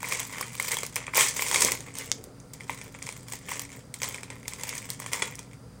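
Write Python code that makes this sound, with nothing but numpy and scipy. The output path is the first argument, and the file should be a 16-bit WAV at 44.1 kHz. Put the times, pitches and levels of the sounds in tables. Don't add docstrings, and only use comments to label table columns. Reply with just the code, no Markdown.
import sys
import numpy as np
from scipy import signal
from scipy.fft import rfft, irfft, next_fast_len
from scipy.io import wavfile
from scipy.ndimage import map_coordinates

SR = 44100
rng = np.random.default_rng(int(sys.argv[2]) if len(sys.argv) > 2 else 0)


def inscribe(sig):
    pcm = np.round(np.clip(np.atleast_2d(sig).T, -1, 1) * 32767)
    wavfile.write(sys.argv[1], SR, pcm.astype(np.int16))


N = 255780
SHORT = 1024


def amp(db):
    return 10 ** (np.asarray(db) / 20)


def unit(x):
    return x / np.sqrt(np.mean(x ** 2) + 1e-20)


def along(points, hz):
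    f, v = np.transpose(points)
    return np.interp(np.log(hz + 1), np.log(f + 1), v)


def wobble(rate):
    knots = rng.standard_normal(int(N * rate / SR) + 4)
    return map_coordinates(knots, [np.arange(N) * rate / SR])


def filtered(x, response):
    m = next_fast_len(N + SR // 2)
    return irfft(rfft(x, m) * response(np.fft.rfftfreq(m, 1 / SR)), m)[:N]


def causal(db):
    cepstrum = irfft(np.log(amp(db)))
    half = len(cepstrum) // 2
    fold = np.r_[1, np.full(half - 1, 2), 1, np.zeros(half - 1)]
    return np.exp(rfft(cepstrum * fold))


def add(track, s, sound):
    start = int(np.clip(round(s * SR), 0, N - 1))
    track[start:start + len(sound)] += sound[:N - start]


def refrigerator():
    # frequency in Hz, peak level in dB around which the line wobbles.
    hum_lines = [(59.5, -61.5), (119, -50), (273, -56), (495, -64.5), (1367, -70)]
    # frequency in Hz, relative level in dB per Hz.
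    air_colour = [(20, -16), (55, -7), (140, 3), (270, -5), (320, -13), (450, -12.5), (650, -17.5),
                  (1200, -19), (3000, -31.5), (4550, -30), (4780, -20.5), (5100, -28), (7000, -30.5),
                  (9000, -27), (12000, -41), (16000, -36)]
    t = np.arange(N) / SR
    hum = sum(amp(db + 1.9 * wobble(7.6)) * np.sin(2 * np.pi * hz * t + 0.83 * wobble(10.0))
              for hz, db in hum_lines)
    air = unit(filtered(rng.standard_normal(N), lambda hz: amp(along(air_colour, hz))))
    return hum + amp(-49.5) * air


def handling():
    # tightest moment in seconds, crackle in dB before
    # the mix trims, build-up in seconds, let-go in seconds, flexing over crackle in dB before the trims.
    squeezes = [(0.128, -31.5, 0.21, 0.24, 2.5), (.335, -43, .015, .12, 5), (0.408, -37.5, 0.11, 0.11, 6),
                (0.721, -32.5, 0.31, 0.25, 0.5), (0.981, -44.5, .03, 0.13, 9), (1.87, -49.5, 0.14, .22, 8),
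                (1.999, -39, 0.091, 0.19, 1.5), (2.7, -46.5, 0.19, 0.49, 2.5), (2.965, -46, 0.059, .12, 3),
                (3.09, -45.5, 0.28, 0.33, -5), (3.329, -39, 0.074, 0.084, -3), (3.509, -37, 0.085, 0.24, 1),
                (3.724, -46, .025, 0.1, 6), (4.033, -34.5, 0.062, 0.21, 2), (4.31, -55, 0.13, 0.096, 12),
                (4.5, -46, 0.032, 0.33, 1), (4.7, -40, 0.38, 0.6, 1.5), (5.015, -45, 0.082, 0.16, 7.5),
                (5.145, -35.5, 0.11, 0.15, 4.5), (5.228, -42.5, .03, 0.26, 9)]
    # start in seconds,
    # end in seconds, crackle at the start and at the end in dB before the mix trims.
    rips = [(1.16, 1.217, -22, -20), (1.361, 1.668, -34, -27)]
    squeeze_range_db = 22
    attack_db_per_s, release_db_per_s = 900, 185
    rip_flex_db = -1.5
    t = np.arange(N) / SR
    moves = []
    for s, db, build_s, let_go_s, flex_db in squeezes:
        away = np.maximum((s - t) / build_s, (t - s) / let_go_s)
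        moves.append((db - squeeze_range_db * away, flex_db))
    for start, end, start_db, end_db in rips:
        catch_db = attack_db_per_s * np.maximum(start - t, 0)
        die_db = release_db_per_s * np.maximum(t - end, 0)
        moves.append((np.interp(t, [start, end], [start_db, end_db]) - catch_db - die_db, rip_flex_db))
    crackle_db = np.max([db for db, _ in moves], axis=0)
    return crackle_db, np.max([db + flex_db for db, flex_db in moves], axis=0)


def crease(boom_db, fizz_db, life_s, kick, ripple_db, flex, rise_s=0.00012, after_db=-17, after_t60=0.019):
    # centre in Hz, width in Hz,
    # rise over the film's colour in dB before scaling by flex.
    resonances = [(520, 186, 7.5), (986, 382, 13.5), (2180, 643, 14.5), (3260, 420, 6), (8200, 350, 5.5)]
    # frequency in Hz, relative level in dB per Hz.
    film_colour = [(100, -24), (280, -19), (400, -1), (700, -9.5), (1500, -2.5), (2800, -3.5), (4500, -1.5),
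                   (6700, 5), (9000, 2.5), (10500, -4), (12200, -20.5), (14500, -7), (16000, -15.5)]
    hz, t = np.fft.rfftfreq(SHORT, 1 / SR), np.arange(SHORT) / SR
    run_s = life_s * np.exp(0.66 * rng.standard_normal())
    run = np.exp(-(t / run_s) ** 2)
    tremble = amp(after_db - 60 * t / after_t60)
    envelope = (run + tremble) * (1 - np.exp(-t / rise_s))
    shudder = rng.standard_normal(SHORT) * envelope
    shudder[int(rise_s * SR)] += kick
    peaks = sum(db * np.exp(-2 * ((hz - f) / width) ** 2) for f, width, db in resonances)
    colour = along(film_colour, hz) + flex * peaks
    facet = along([(2500, boom_db), (4200, 0), (9500, 0), (12500, fizz_db)], hz)
    knots = rng.standard_normal(size=40)
    ripple = ripple_db * np.interp(np.sqrt(hz / hz[-1]), np.linspace(0, 1, 40), knots)
    direct = irfft(rfft(shudder) * causal(colour + facet + ripple))
    radiated = irfft(causal(0.43 * colour + 0.6 * facet + .5 * ripple))
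    return np.array([direct / np.linalg.norm(direct), radiated / np.linalg.norm(radiated)])


def crinkle(count=56, spread_db=7.0, largest_db=14, split_hz=3000):
    crackle_db, flex_db = handling()
    rate = np.clip(340 * amp(.8 * (crackle_db + 43.5)), 60, 4000)
    bed = np.zeros(N)
    for _ in range(count):
        fires = rng.random(N) < rate / (SR * count)
        sizes = amp(np.minimum(spread_db * rng.exponential(size=N), largest_db))
        facet = crease(rng.normal(0, 5.9), rng.normal(0, 14.0), life_s=0.0039, kick=1.87,
                       ripple_db=3.5, flex=0.69)[0]
        bed += signal.oaconvolve(fires * sizes / np.sqrt(rate), facet)[:N]
    flexing = filtered(bed, lambda hz: 1 / (1 + (hz / split_hz) ** 8))
    return amp(flex_db - 8.0) * unit(flexing) + amp(crackle_db - 4.0) * unit(bed - flexing)


def stray_snaps(per_s=30, over_db=3, ceiling_db=-29.5):
    crackle_db = handling()[0]
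    rows = []
    draws = rng.standard_normal((int(per_s * N / SR), 4))
    for slot, (luck, size, boom, fizz) in enumerate(draws):
        s = (slot + luck % 1) / per_s
        worked_db = crackle_db[min(int(s * SR), N - 1)]
        db = min(worked_db + over_db + 4.0 * size, ceiling_db)
        rows.append((s, db, 7 * boom, 6 * fizz))
    return rows


def snaps():
    # start in seconds, level in dB before a 24 dB lift,
    # boom of the sheet in dB, fizz in dB.
    loud_creases = [(.0296, -30, 6, 12), (.0433, -33, 17, -9), (0.0864, -32, -6, 15), (0.1229, -24, 6, 5),
                    (.201, -28, -11.5, 10), (0.3248, -34.5, 2, 7), (0.3825, -33.5, 7, 12),
                    (.4105, -29, -15, 13), (0.4299, -38, 27, -5), (0.553, -36.5, 2, 16),
                    (0.5985, -22.5, 4.5, 9), (.625, -30, -26, 9), (0.682, -26.5, -0.5, 13),
                    (0.7167, -24.5, -6, 7), (.73, -28.5, 13, 18), (0.769, -29, -3, 9), (0.7857, -31, -5, 7),
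                    (0.8326, -28, 2, 5), (0.865, -33.5, -16, 11), (0.958, -25, -6.5, 5),
                    (0.9641, -25.5, 5, 8), (1.067, -35.5, 6.5, -9.5), (1.0795, -32, 39, -14),
                    (1.136, -28.5, 23, -6), (1.171, -18.5, -7, 19.5), (1.1791, -19, 5, -11),
                    (1.2083, -16.5, 0, -2), (1.2837, -24, -29, 2), (1.3648, -31, -6, -18),
                    (1.3935, -28, 15, -2), (1.422, -23.5, 0, 12), (1.5132, -24, -2, 3),
                    (1.5294, -28.5, 0, -2), (1.5434, -19.5, -2, -9), (1.559, -18, -1.5, -14),
                    (1.607, -21.5, -10, 4), (1.6198, -15, -6, 3), (1.6482, -17.5, -13, 8),
                    (1.6843, -25, 18, -4), (1.7192, -22, -2.5, 8), (1.8056, -37, -6, -5),
                    (1.953, -36.5, -4, 0), (1.967, -38, -6, -10), (1.986, -31, -19, 6),
                    (2.2402, -41, -7.5, 10), (2.4, -49.5, -19, -13), (2.5343, -38, -14.5, 7),
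                    (2.6067, -38, 5, -14), (2.6954, -27.5, 8.5, 7), (2.814, -38, -1, -9),
                    (2.9473, -40.5, 11.5, -14), (3.0252, -35, -12.5, -2), (3.067, -36, -4, 0),
                    (3.0897, -32, -1, -8), (3.2835, -40.5, -1, 5), (3.3221, -33.5, -7, 7),
                    (3.3354, -33.5, 3, -2), (3.4904, -36.5, 2, 11), (3.5946, -29, -10, 6),
                    (3.616, -34.5, -4, 17), (3.9408, -32.5, -9, 6.5), (4.032, -25, -9, -3),
                    (4.088, -31.5, -11, 21), (4.1445, -32.5, 1, -3), (4.1821, -39, 20, -11),
                    (4.2322, -35.5, 1, -4), (4.302, -36, 3.5, -16), (4.4799, -29, -8.5, 2.5),
                    (4.535, -35, -5, -5), (4.6346, -29, -0.5, 8), (4.6915, -29.5, -13, 10),
                    (4.752, -34.5, -5, 4), (4.779, -31.5, -11, 5), (4.903, -28, -9.5, 8),
                    (5.0003, -33.5, -1, 9), (5.062, -32.5, 1.5, -4), (5.1321, -23, -5.5, 0),
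                    (5.2209, -21.5, 5, -15), (5.3542, -40, -25, 3), (5.391, -36.5, -6, -1),
                    (5.5328, -48.5, 2, -3)]
    direct, radiated = np.zeros(N), np.zeros(N)
    for s, db, boom_db, fizz_db in loud_creases + stray_snaps():
        pair = crease(boom_db, fizz_db, life_s=.0027, kick=1.2, ripple_db=2.5, flex=1.234)
        front, around = amp(db + 24.0) * pair
        add(direct, s, front)
        add(radiated, s, around)
    return direct, radiated


def kitchen(x, gap_s=.004):
    # frequency in Hz, time to fall 60 dB in seconds.
    decay = [(300, 0.19), (2200, 0.2), (7000, 0.22), (15000, 0.048)]
    wet = np.zeros(N)
    for part in np.array_split(np.arange(N), 16):
        hz, t, z = signal.stft(rng.standard_normal(SR // 2), SR, nperseg=256)
        fading = z * amp(-60 * t / along(decay, hz)[:, None])
        tail = signal.istft(fading, SR, nperseg=256)[1]
        add(wet, part[0] / SR + gap_s, signal.fftconvolve(x[part], tail / np.linalg.norm(tail)))
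    return wet


def pops(t60=0.015, rise_s=0.00009):
    # start in seconds, peak level in dB, pitch in Hz.
    flips = [(.4105, -22.5, 1100), (.769, -22.5, 3280), (1.648, -21, 507), (1.72, -24, 2000),
             (2.6963, -23, 2310), (2.6969, -23.5, 924), (5.2226, -20, 3390)]
    t, track = np.arange(SHORT) / SR, np.zeros(N)
    for s, db, hz in flips:
        ring = np.sin(2 * np.pi * hz * t) * amp(-60 * t / t60) * (1 - np.exp(-t / rise_s))
        add(track, s, amp(db) * ring / np.abs(ring).max())
    return track


def sleeve():
    # time in seconds, level in dB around which it wobbles.
    rub = [(1.3, -77), (1.65, -36), (1.76, -55), (2.1, -53), (2.55, -62.5)]
    # frequency in Hz, relative level in dB per Hz.
    cloth_colour = [(25, -14), (60, -2), (190, 1), (310, 0.5), (440, 7), (800, -8), (2500, -60)]
    cloth = filtered(rng.standard_normal(N), lambda hz: amp(along(cloth_colour, hz)))
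    times, levels = np.transpose(rub)
    level_db = np.interp(np.arange(N) / SR, times, levels)
    return amp(level_db + 4.0 * wobble(29.9)) * unit(cloth)


def tick(echo_s=.0087, echo_db=-15):
    # start in seconds, peak level in dB.
    hits = [(2.1168, -2)]
    # frequency in Hz, relative level in dB, time to fall 60 dB in seconds.
    modes = [(6070, 22, 0.001), (4900, -5, 0.0062), (3770, -1, 0.0044), (2210, -13, 0.024)]
    t, track = np.arange(SHORT) / SR, np.zeros(N)
    ring = sum(amp(db - 60 * t / t60) * np.sin(2 * np.pi * hz * t) for hz, db, t60 in modes)
    ring *= 1 - np.exp(-t / .00008)
    ring /= np.abs(ring).max()
    for s, db in hits:
        add(track, s, amp(db) * ring)
        add(track, s + echo_s, amp(db + echo_db) * ring)
    return track


def scene():
    loud, radiated = snaps()
    small, panels, near = crinkle(), pops(), tick()
    into_room = amp(-8.0) * radiated + amp(-5.0) * small + amp(-9.5) * panels + amp(-16.0) * near
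    room = kitchen(into_room)
    return (loud + small + panels + near + room + sleeve() + refrigerator())[None]


def record(dry, top_hz=16100):
    return filtered(dry[0], lambda hz: 1 / (1 + (hz / top_hz) ** 120))[None]


dry = scene()
out = record(dry)
inscribe(out)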